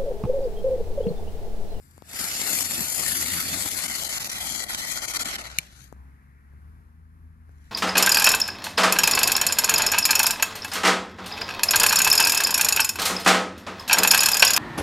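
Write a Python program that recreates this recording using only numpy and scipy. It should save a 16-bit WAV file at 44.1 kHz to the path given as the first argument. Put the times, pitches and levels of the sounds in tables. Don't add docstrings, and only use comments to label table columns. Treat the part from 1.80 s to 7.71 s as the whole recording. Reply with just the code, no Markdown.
import sys
import numpy as np
from scipy import signal
from scipy.io import wavfile
from scipy.ndimage import uniform_filter1d

SR = 44100
rng = np.random.default_rng(int(sys.argv[2]) if len(sys.argv) > 2 else 0)


def bounce(signal):
    frames = np.transpose(np.atleast_2d(signal))
    limited = np.clip(frames, -1, 1)
    pcm = np.round(limited * 32767).astype(np.int16)
    wavfile.write(sys.argv[1], SR, pcm)


N = 260631

# start_s, hiss_level_db
JET_LEVEL = [(0, -67), (.23, -65.5), (.26, -55), (.32, -41.5), (.39, -32.5), (.55, -31.5), (.75, -34),
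             (1.3, -30.5), (2, -31.5), (2.4, -30.5), (3.1, -31.5), (3.5, -30), (3.65, -37.5), (3.72, -44.5),
             (3.8, -47.5), (3.9, -56), (4.04, -54), (4.17, -84), (5.62, -110.5), (5.7, -80), (5.8, -76),
             (5.83, -68), (5.91, -67.5)]
# start_s, tilt_db (at 10 kHz)
JET_BRIGHTNESS = [(0, 1.5), (.26, -1.5), (.4, -0.16), (1.4, 1.13), (3.4, 0.43), (3.72, -4.5), (4.04, 0.5),
                  (5.91, -0.5)]
# (per Hz, relative)
ROAR_SPECTRUM = [(40, -5.5), (85, -3), (170, 9), (300, 11.5), (450, -18.5), (900, -11.5), (2000, -50.5)]
# middle_s, length_s, hiss_lift_db, roar_lift_db
FLARES = [(0.417, 0.041, 2.5, 11), (0.688, 0.22, 2.5, 8), (0.768, 0.2, 3.5, 5), (0.935, 0.053, 3, 6),
          (1.003, 0.1, 2, 15), (1.2, 0.053, 3, 11.5), (1.31, 0.11, 3, 5.5), (1.406, 0.062, 2, 13),
          (1.562, 0.16, 3, 5.5), (1.742, 0.11, 2, 11.5), (1.857, 0.043, 1, 13.5), (2.03, 0.051, 1, 3.5),
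          (2.174, 0.096, 0, 4), (2.76, 0.21, -1.5, 3.5), (2.982, 0.078, 0, 1), (3.4, 0.12, 3, 3),
          (3.6, 0.21, -1, 6)]
# start_s, lift_db
SPITS = [(.308, -2), (.39, 3), (.422, 0), (.787, 5), (0.806, 5.5), (0.824, 5), (0.838, 3), (0.991, 3.5),
         (1.005, 4), (1.186, -1), (2.234, 7), (2.247, 3), (2.498, 1), (2.946, 7), (3.223, 2), (3.337, 3.5),
         (3.394, 0), (3.428, -2), (3.555, 4.5)]
# middle_s, depth_db, length_s
SPUTTERS = [(1.781, 3, .03), (2.075, 8, .011), (2.242, 7, .008), (2.287, 9, .013), (2.392, 13, .012),
            (2.439, 10, .012), (2.487, 13, .018), (2.544, 4, .014), (2.597, 6, .014), (2.867, 14, .038),
            (2.968, 6, .015), (3.061, 5, .016), (3.21, 11, .018), (3.27, 10, .022), (3.329, 8, .016),
            (3.385, 15, .019), (3.441, 17, .012), (3.45, 5, .01), (3.576, 13, .019), (3.63, 9, .02),
            (3.69, 6, .02), (3.738, 5, .015)]
ROAR_DB = -12.5
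EMBER_DB = -58
ROAR_LUMP_DB, FLUTTER_DB = 2.5, 1.3
PATCHY_DB, WHISTLY_DB = 1.4, 2.6
SPITS_PER_S, SPIT_DB, SPIT_S = 60, 4.5, .002
CHOKE_SPLIT_HZ = 1200
CHOKE_LOW_SHARE = 0.28
CHOKE_EARLY = 0.045

# start_s, frequency_factor (scales the path), moved (0-1)
CREEP = [(0, 1.07, 0), (.9, 1.013, 0), (1.4, 1.022, 0.18), (2.1, 1.01, 0.5), (2.6, 0.992, 0.81),
         (3.3, 1.003, 1.0), (4, 0.96, 0.8)]
# frequency_hz, left_db, right_db, likeness (0-1), left_lead_rad
PATH_EARLY = [(60.5, 3, -2, 0.95, 0), (405, -2, -7, 0.85, 0.92), (700, 2.4, -0.5, 0.6, 0.5),
              (1000, -3, -7, 0.6, 0.9), (1430, 3.5, -1, 0.67, 1.4), (1706, 4, -6, 0.8, 0.5),
              (1960, 7, -3.5, 0.33, 2), (2020, 8.5, -6, 0.4, 0.5), (2400, 2, 2, 0.48, 1.2),
              (2750, -1.5, 1.2, 0, -1.3), (3103, 3.5, -0.5, 0, 0.5), (3380, -1, 6, 0.25, -1),
              (3460, 3.6, 4, 0, -1.6), (3870, -1, -7.5, 0.08, 0.5), (4090, 6.5, 2, 0.49, -1.1),
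              (4630, 8, 4, 0.9, -1.2), (5160, 3.5, 1, 0.6, 0.5), (5430, 2.5, 0.5, 0.4, -7),
              (5640, 8, 2.3, 0, 8.5), (6200, 1.5, -1, 0, 0), (6900, 12.5, 3.5, 0.2, -2),
              (7940, 5, -4, 0.06, 1.5), (9150, 6, -3, 0.08, 3), (10450, 7.5, -1.5, 0.12, 0.3),
              (12500, 8.5, 1.5, 0.3, 2), (13000, 2, 1.5, 0.31, 1.5)]
PATH_LATE = [(60.7, 0.5, -0.5, 0.93, -0.35), (433, -8, -9, 0.9, 0.72), (723, 4.5, 2, 0.8, -1.2),
             (1025, -1.7, -1, 0.85, 2), (1460, 6, 0.5, 0.66, 1.5), (1700, 9, 4, 0.59, 2.5),
             (1890, 10.5, 1, 0.466, 2), (2040, 11.5, 1.5, 0.59, 1.5), (2480, 2, 1.1, 0.5, 1.5),
             (2686, -3, -1.3, 0.68, 6), (3200, 1.5, 1.5, 0.52, -5), (3220, 6.5, 5, 0.49, 1.5),
             (3660, 1.5, 0.5, 0.935, -5), (3870, 4.5, 2.2, 0.4, 4), (4100, 7.5, -0.5, 0.46, 0.2),
             (4570, 6.5, -1.8, 0.39, -0.4), (5050, 4.5, -1, 0.26, 6), (5200, -0.5, 3, 0.13, 1.5),
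             (5760, 4.5, 0, 0.43, 1.5), (6340, 6.5, -6.5, 0.18, -1), (7000, 7, 0.5, 0.314, -3),
             (8160, 1, -5, 0.14, -0.3), (9300, -2, -11, 0.13, 3), (10380, 4.5, -7.5, 0.12, -2.8),
             (11800, -0.9, -3.2, 0.14, -2.5), (13020, -2, -5, 0.25, 0)]
# start_s, frequency_hz, share (0-1)
OPPOSED_BANDS = [
    [(.25, 3300, .5), (.5, 3600, .35), (.7, 3300, .5), (.85, 3200, .3), (1, 3200, .9), (1.12, 3550, .6),
     (1.4, 3300, .3), (1.9, 3050, .3), (2.05, 3300, .8), (2.27, 3450, 1), (2.35, 3250, .95), (2.5, 3350, 1),
     (2.62, 3600, .8), (3.45, 3600, .7), (3.6, 3300, .9), (3.77, 3250, 1), (3.85, 3300, .5)],
    [(2.15, 2550, 0), (2.23, 2550, .7), (2.45, 2750, .4), (2.6, 2800, 1), (2.78, 2650, 1), (2.92, 2850, 1),
     (3.05, 2650, .9), (3.15, 2800, .9), (3.4, 2750, .9), (3.55, 2700, 0)],
    [(.6, 1650, 0), (1, 1650, .7), (1.3, 1650, .3), (2.4, 1680, .4), (2.85, 1750, 1), (3.1, 1650, .8),
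     (3.7, 1680, .6), (3.9, 1680, 0)],
    [(.3, 6300, .3), (.6, 6100, .35), (.75, 5600, .3), (1.4, 5600, .45), (1.8, 5500, .3), (2.2, 5300, .2),
     (2.7, 5350, .45), (3.7, 5200, .3)],
]
OPPOSED_WIDTH = .15
SWAY_DB = 3.5
HOLLOW_PATCHY = .3
HOLLOW_HOP, HOLLOW_HOLD_S = .025, .045

# start_s, frequency_hz, level_db
SPIN = [(.6, 72.3, -72), (.95, 82.5, -49), (1.1, 74.94, -60.5), (1.4, 83.4, -49.5), (1.75, 87.34, -48.5),
        (1.9, 86.5, -57.5), (2.1, 78, -52), (2.3, 68.4, -82)]
# multiple, level_db (relative)
SPIN_ORDERS = [(1, 0), (2, -2), (3, -2), (4, -9)]
# start_s, peak_db
POP = [(3.7854, -1), (3.7912, -20)]
# frequency_hz (nominal), left_db, right_db (relative), t60_s
POP_MODES = [(2330, -3, -3, .022), (2950, 4, 3, .006), (4050, 0, 2, .005), (5200, -4, -4, .002),
             (6450, 7, 0, .004), (7000, -2, 4, .004), (9000, 7, 3, .004), (9900, -4, -2, .003),
             (12500, -3, 5, .004)]
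# start_s, length_s, from_hz, to_hz, level_db
EMBER_WHISTLE = (3.848, .045, 2950, 2450, -63)
# start_s, level_db, tick_db (relative), left_minus_right_db, sharp_share (0-1)
KNOCKS = [(0.1793, -44.5, -2, 21, 0.9), (0.2223, -38.5, -9, 20.5, 0.8), (0.341, -37, -17, 14, 0.8),
          (0.594, -32, -10, 8, 0.9), (4.1262, -34.5, -14, 19, 0.66), (4.1642, -47, -25, 3, .5),
          (4.736, -57, -20.5, 22.5, 0.6), (5.693, -47, -17, 17, 0.33)]
# start_s, firing_hz, level_db
ENGINE = [(0, 80, -57), (.6, 80, -61), (2.1, 72, -62), (2.9, 57, -56), (3.25, 56, -56), (3.55, 60, -53),
          (4, 65, -51), (4.44, 70, -51), (4.75, 73, -51), (5.06, 78, -50), (5.3, 81, -51), (5.65, 80, -50),
          (5.91, 72, -51)]
# multiple, level_db (relative)
ENGINE_ORDERS = [(1, 0), (2, -14), (3, -19)]
# start_s, frequency_hz, level_db
DRONE = [(0, 52, -68), (4.3, 52, -66), (5, 53, -58), (5.91, 52, -58)]

# (per Hz, relative)
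NIGHT_SPECTRUM = [(20, -21.5), (45, -9), (110, -5.5), (190, -13), (250, -14.5), (310, -22.5), (590, -33),
                  (1160, -24.5), (1650, -25), (2330, -34), (3000, -45), (8300, -49.5), (9800, -43.5),
                  (13000, -43)]
# start_s, level_db, far_hiss_lift_db (near 2 kHz)
NIGHT_LEVEL = [(0, -56.5, 1.5), (4.2, -55.5, 1), (4.55, -57.5, 7), (4.85, -55, -1.5), (5.3, -59, -2),
               (5.78, -56.5, 0), (5.84, -57, 7), (5.91, -58.5, 5)]
# frequency_hz, likeness (0-1)
NIGHT_LIKENESS = [(60, 0.91), (180, 1), (530, 0.46), (1570, 0.71), (4650, 0.17), (13000, .2)]
# start_s, length_s, frequency_hz, width_hz, lift_db
LINGER = (4.17, 0.2, 900, 290, 9)
LEAD_S = .00042
EDGE_HZ = 13090


def jet():
    def field(hz, t):
        (level_db,), (bright_db,) = curves(JET_LEVEL, t), curves(JET_BRIGHTNESS, t)
        flare_db, whoomp_db = sum(
            np.outer([hiss_db, low_db], np.exp(-(2 * (t - s) / length) ** 2))
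            for s, length, hiss_db, low_db in FLARES)
        patches = patchwork(hz, t, bins=6, frames=12)
        streaks = patchwork(hz, t, bins=2, frames=32)
        tilt = bright_db * np.clip(np.log2((hz + 1) / 5000), -1.2, 1.5)
        tilt = tilt - 8 * np.clip(1 - hz / 400, 0, 1)
        hiss = level_db + flare_db + tilt + PATCHY_DB * patches
        hiss = hiss + WHISTLY_DB * streaks * np.clip(hz / 1500, 0, 1)

        sway_db = SWAY_DB * drift(t, 10) * np.clip(hz / 4000, .2, 1) / 2
        left_db, right_db, _ = path(hz, t, sway_db)
        hiss_ports = np.array([hiss + left_db, hiss + right_db])

        roar_db = level_db + ROAR_DB + whoomp_db + np.minimum(level_db - EMBER_DB, 0)
        roar = roar_db + read(hz, *np.transpose(ROAR_SPECTRUM)) + ROAR_LUMP_DB * drift(t, 60)
        roar_ports = roar + [[[2.4]], [[-2.4]]]
        return 10 * np.log10(gain_of(2 * hiss_ports) + gain_of(2 * roar_ports))

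    t = np.arange(N) / SR
    gas = pair_noise(size=512, field_db=field, likeness=lambda hz, s: path(hz, s)[-1])
    return hollowed(choked(gas * gain_of(unsteady_db(t)), t))


def unsteady_db(t):
    kicks = SPIT_DB * rng.random(N) * (rng.random(N) < SPITS_PER_S / SR)
    for s, db in SPITS:
        kicks[round(s * SR)] = db
    spits = signal.oaconvolve(kicks, np.exp(-(t[:600] / SPIT_S - 1) ** 2))[:N]
    return FLUTTER_DB * drift(t, 160) + spits


def choked(gas, t):
    choke_db = sum(
        db * np.exp(-(2 * (t - s + CHOKE_EARLY * length) / length) ** 6)
        for s, db, length in SPUTTERS)
    low = signal.sosfiltfilt(signal.butter(2, CHOKE_SPLIT_HZ, fs=SR, output="sos"), gas)
    return low * gain_of(-CHOKE_LOW_SHARE * choke_db) + (gas - low) * gain_of(-choke_db)


def path(hz, t, sway_db=0):
    creep, shift = curves(CREEP, t)
    shift = np.clip(shift, 0, 1)
    ends = []
    for rows in (PATH_EARLY, PATH_LATE):
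        f, left_db, right_db, same, lead = np.transpose(rows)
        ends.append([read(hz / creep, f, v) for v in (left_db, right_db, same * np.exp(-1j * lead))])
    left_db, right_db, alike = ((1 - shift) * a + shift * b for a, b in zip(*ends))
    left_db, right_db = left_db + sway_db, right_db - sway_db

    near = .85 * opposed(hz, t)
    alike = alike - near * (alike + .997)
    half_db = near * (left_db - right_db) / 2
    return left_db - half_db, right_db + half_db, alike


def opposed(hz, t):
    bands = [curves(band, t) for band in OPPOSED_BANDS]
    rest = [(1 - share * np.exp(-(2 * (hz / f - 1) / OPPOSED_WIDTH) ** 4)) ** 2 for f, share in bands]
    return 1 - np.prod(rest, axis=0)


def hollowed(gas):
    hz, t, centre = signal.stft(gas.mean(0), SR, nperseg=1024, noverlap=768)
    patches = patchwork(hz, t, bins=6, frames=8)
    hops = 1 + HOLLOW_HOP * rng.standard_normal(len(t))[(t / HOLLOW_HOLD_S).astype(int)]
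    near = opposed(hz[:, None] * hops, t)
    thinning = np.clip(10 * (near * (1 + HOLLOW_PATCHY * patches) - .72), 0, 1)
    return gas - signal.istft(centre * thinning, SR, nperseg=1024, noverlap=768)[1][:N]


def spinning_flame():
    return hum(SPIN, SPIN_ORDERS, waver=.08, throb_db=4, quick_hz=40)


def pop(thud_db=-31.0):
    out, t = np.zeros((2, N)), np.arange(2000) / SR
    thin = signal.butter(4, 1800, "high", fs=SR, output="sos")
    for ear, late_s in enumerate((0, .0004)):
        ring = sum(
            gain_of(db[ear] - 60 * t / t60) * np.sin(2 * np.pi * hz * rng.uniform(0.98, 1.02) * t)
            for hz, *db, t60 in POP_MODES)
        spray = rng.standard_normal(len(t)) * gain_of(-60 * t / .01) * (1 - np.exp(-t / .0005))
        spray[40] = 4
        burst = signal.sosfilt(thin, np.convolve(spray, ring)[:len(t)])
        for s, db in POP:
            out[ear, round((s + late_s) * SR):][:len(t)] += gain_of(db) * burst / abs(burst).max()
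    thud = gain_of(thud_db - 60 * t / 0.048) * np.sin(2 * np.pi * 150 * t)
    out[:, round(POP[0][0] * SR):][:, :len(t)] += thud
    return out


def ember_whistle():
    s, length, from_hz, to_hz, db = EMBER_WHISTLE
    u = np.clip((np.arange(N) / SR - s) / length, 0, 1)
    swell = np.sqrt(np.sin(np.pi * u) + 1e-12)
    hz = to_hz + (from_hz - to_hz) * (1 - u) ** 2
    return gain_of(db) * swell * np.sin(2 * np.pi * np.cumsum(hz) / SR)


def knocks():
    out, t = np.zeros((2, N)), np.arange(600) / SR
    push = 1.2 * np.exp(-((t - .0005) / .00026) ** 2)
    swing = -1.1 * np.cos(2 * np.pi * 130 * (t - .0012)) * np.exp(-t / .002)
    swing = swing * np.clip((t - .0004) / .0006, 0, 1)
    for s, db, tick_db, pan_db, sharp in KNOCKS:
        tick = gain_of(tick_db - 60 * t / 0.0042) * rng.standard_normal(len(t))
        ear_db = db + np.array([[pan_db], [-pan_db]]) / 2
        out[:, round(s * SR):][:, :len(t)] += gain_of(ear_db) * (sharp * push + swing + tick)
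    return out


def engine():
    return hum(ENGINE, ENGINE_ORDERS, waver=.008, throb_db=2.5, quick_hz=14)


def steady_hum():
    return hum(DRONE, ENGINE_ORDERS[:1], waver=.015, throb_db=2, quick_hz=15)


def hum(rows, orders, waver, throb_db, quick_hz):
    t = np.arange(N) / SR
    hz, level_db = curves(rows, t)
    turns = np.cumsum(hz * (1 + waver * drift(t, quick_hz))) / SR
    late = np.array([[0], [.45]])
    tone = sum(
        gain_of(db + throb_db * drift(t, quick_hz)) * np.sin(2 * np.pi * k * turns - late)
        for k, db in orders)
    return np.sqrt(2) * gain_of(level_db) * tone * gain_of([[1.2], [-1.2]])


def night():
    def field(hz, t):
        far_hiss = curves(NIGHT_LEVEL, t)[1] * bells_db([(2100, 700, 1)], hz)
        s, length, f, width, db = LINGER
        fade = (t > s) * np.clip(1 - (t - s) / length, 0, 1)
        lift = far_hiss + fade * bells_db([(f, width, db)], hz)
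        return read(hz, *np.transpose(NIGHT_SPECTRUM)) + lift + drift(t, 4)

    def likeness(hz, t):
        same = np.clip(read(hz, *np.transpose(NIGHT_LIKENESS)), 0, 1)
        return same * np.exp(-2j * np.pi * LEAD_S * hz)

    floor = pair_noise(size=2048, field_db=field, likeness=likeness)
    level_db = curves(NIGHT_LEVEL, np.arange(N) / SR)[0]
    return gain_of(level_db) * evened(floor) * gain_of([[1.3], [-1.3]])


def pair_noise(size, field_db, likeness):
    hz = np.fft.rfftfreq(size, 1 / SR)[:, None]
    t = np.arange(4 * N // size + 8) * size / 4 / SR
    a, b, c, d = rng.standard_normal((len(t), len(hz), 4)).T
    alike = likeness(hz, t)
    left = a + 1j * b
    own = np.sqrt(np.clip(1 - abs(alike) ** 2, 0, 1))
    z = np.array([left, alike * left + own * (c + 1j * d)])
    noise = signal.istft(z * gain_of(field_db(hz, t)), nperseg=size, noverlap=size - size // 4)[1]
    return noise[:, :N] / np.sqrt(size / 3)


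def patchwork(hz, t, bins, frames):
    grain = rng.standard_normal((len(t), len(hz))).T
    grain = uniform_filter1d(grain, size=bins, axis=0)
    return evened(uniform_filter1d(grain, size=frames, axis=1))


def drift(t, top_hz):
    rates = np.geomspace(top_hz / 10, top_hz, num=24)
    return evened(sum(np.sin(2 * np.pi * (f * t + rng.random())) / np.sqrt(f) for f in rates))


def bells_db(modes, hz):
    return sum(db * np.exp(-2 * ((hz - f) / width) ** 2) for f, width, db in modes)


def curves(rows, t):
    s, *columns = np.transpose(rows)
    return [np.interp(t, s, c) for c in columns]


def read(hz, points_hz, value):
    return np.interp(np.log(hz + 1), np.log(np.asarray(points_hz) + 1), value)


def evened(x):
    return x / np.sqrt(np.mean(x ** 2) + 1e-20)


def gain_of(db):
    return 10 ** (np.asarray(db) / 20)


def scene():
    firework = jet() + spinning_flame() + pop() + ember_whistle()
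    return firework + knocks() + engine() + steady_hum() + night()


def record(dry):
    lowpass = signal.firwin(401, EDGE_HZ, window=("kaiser", 9), fs=SR)
    return signal.oaconvolve(dry, lowpass[None], "same")


dry = scene()
out = record(dry)
bounce(out)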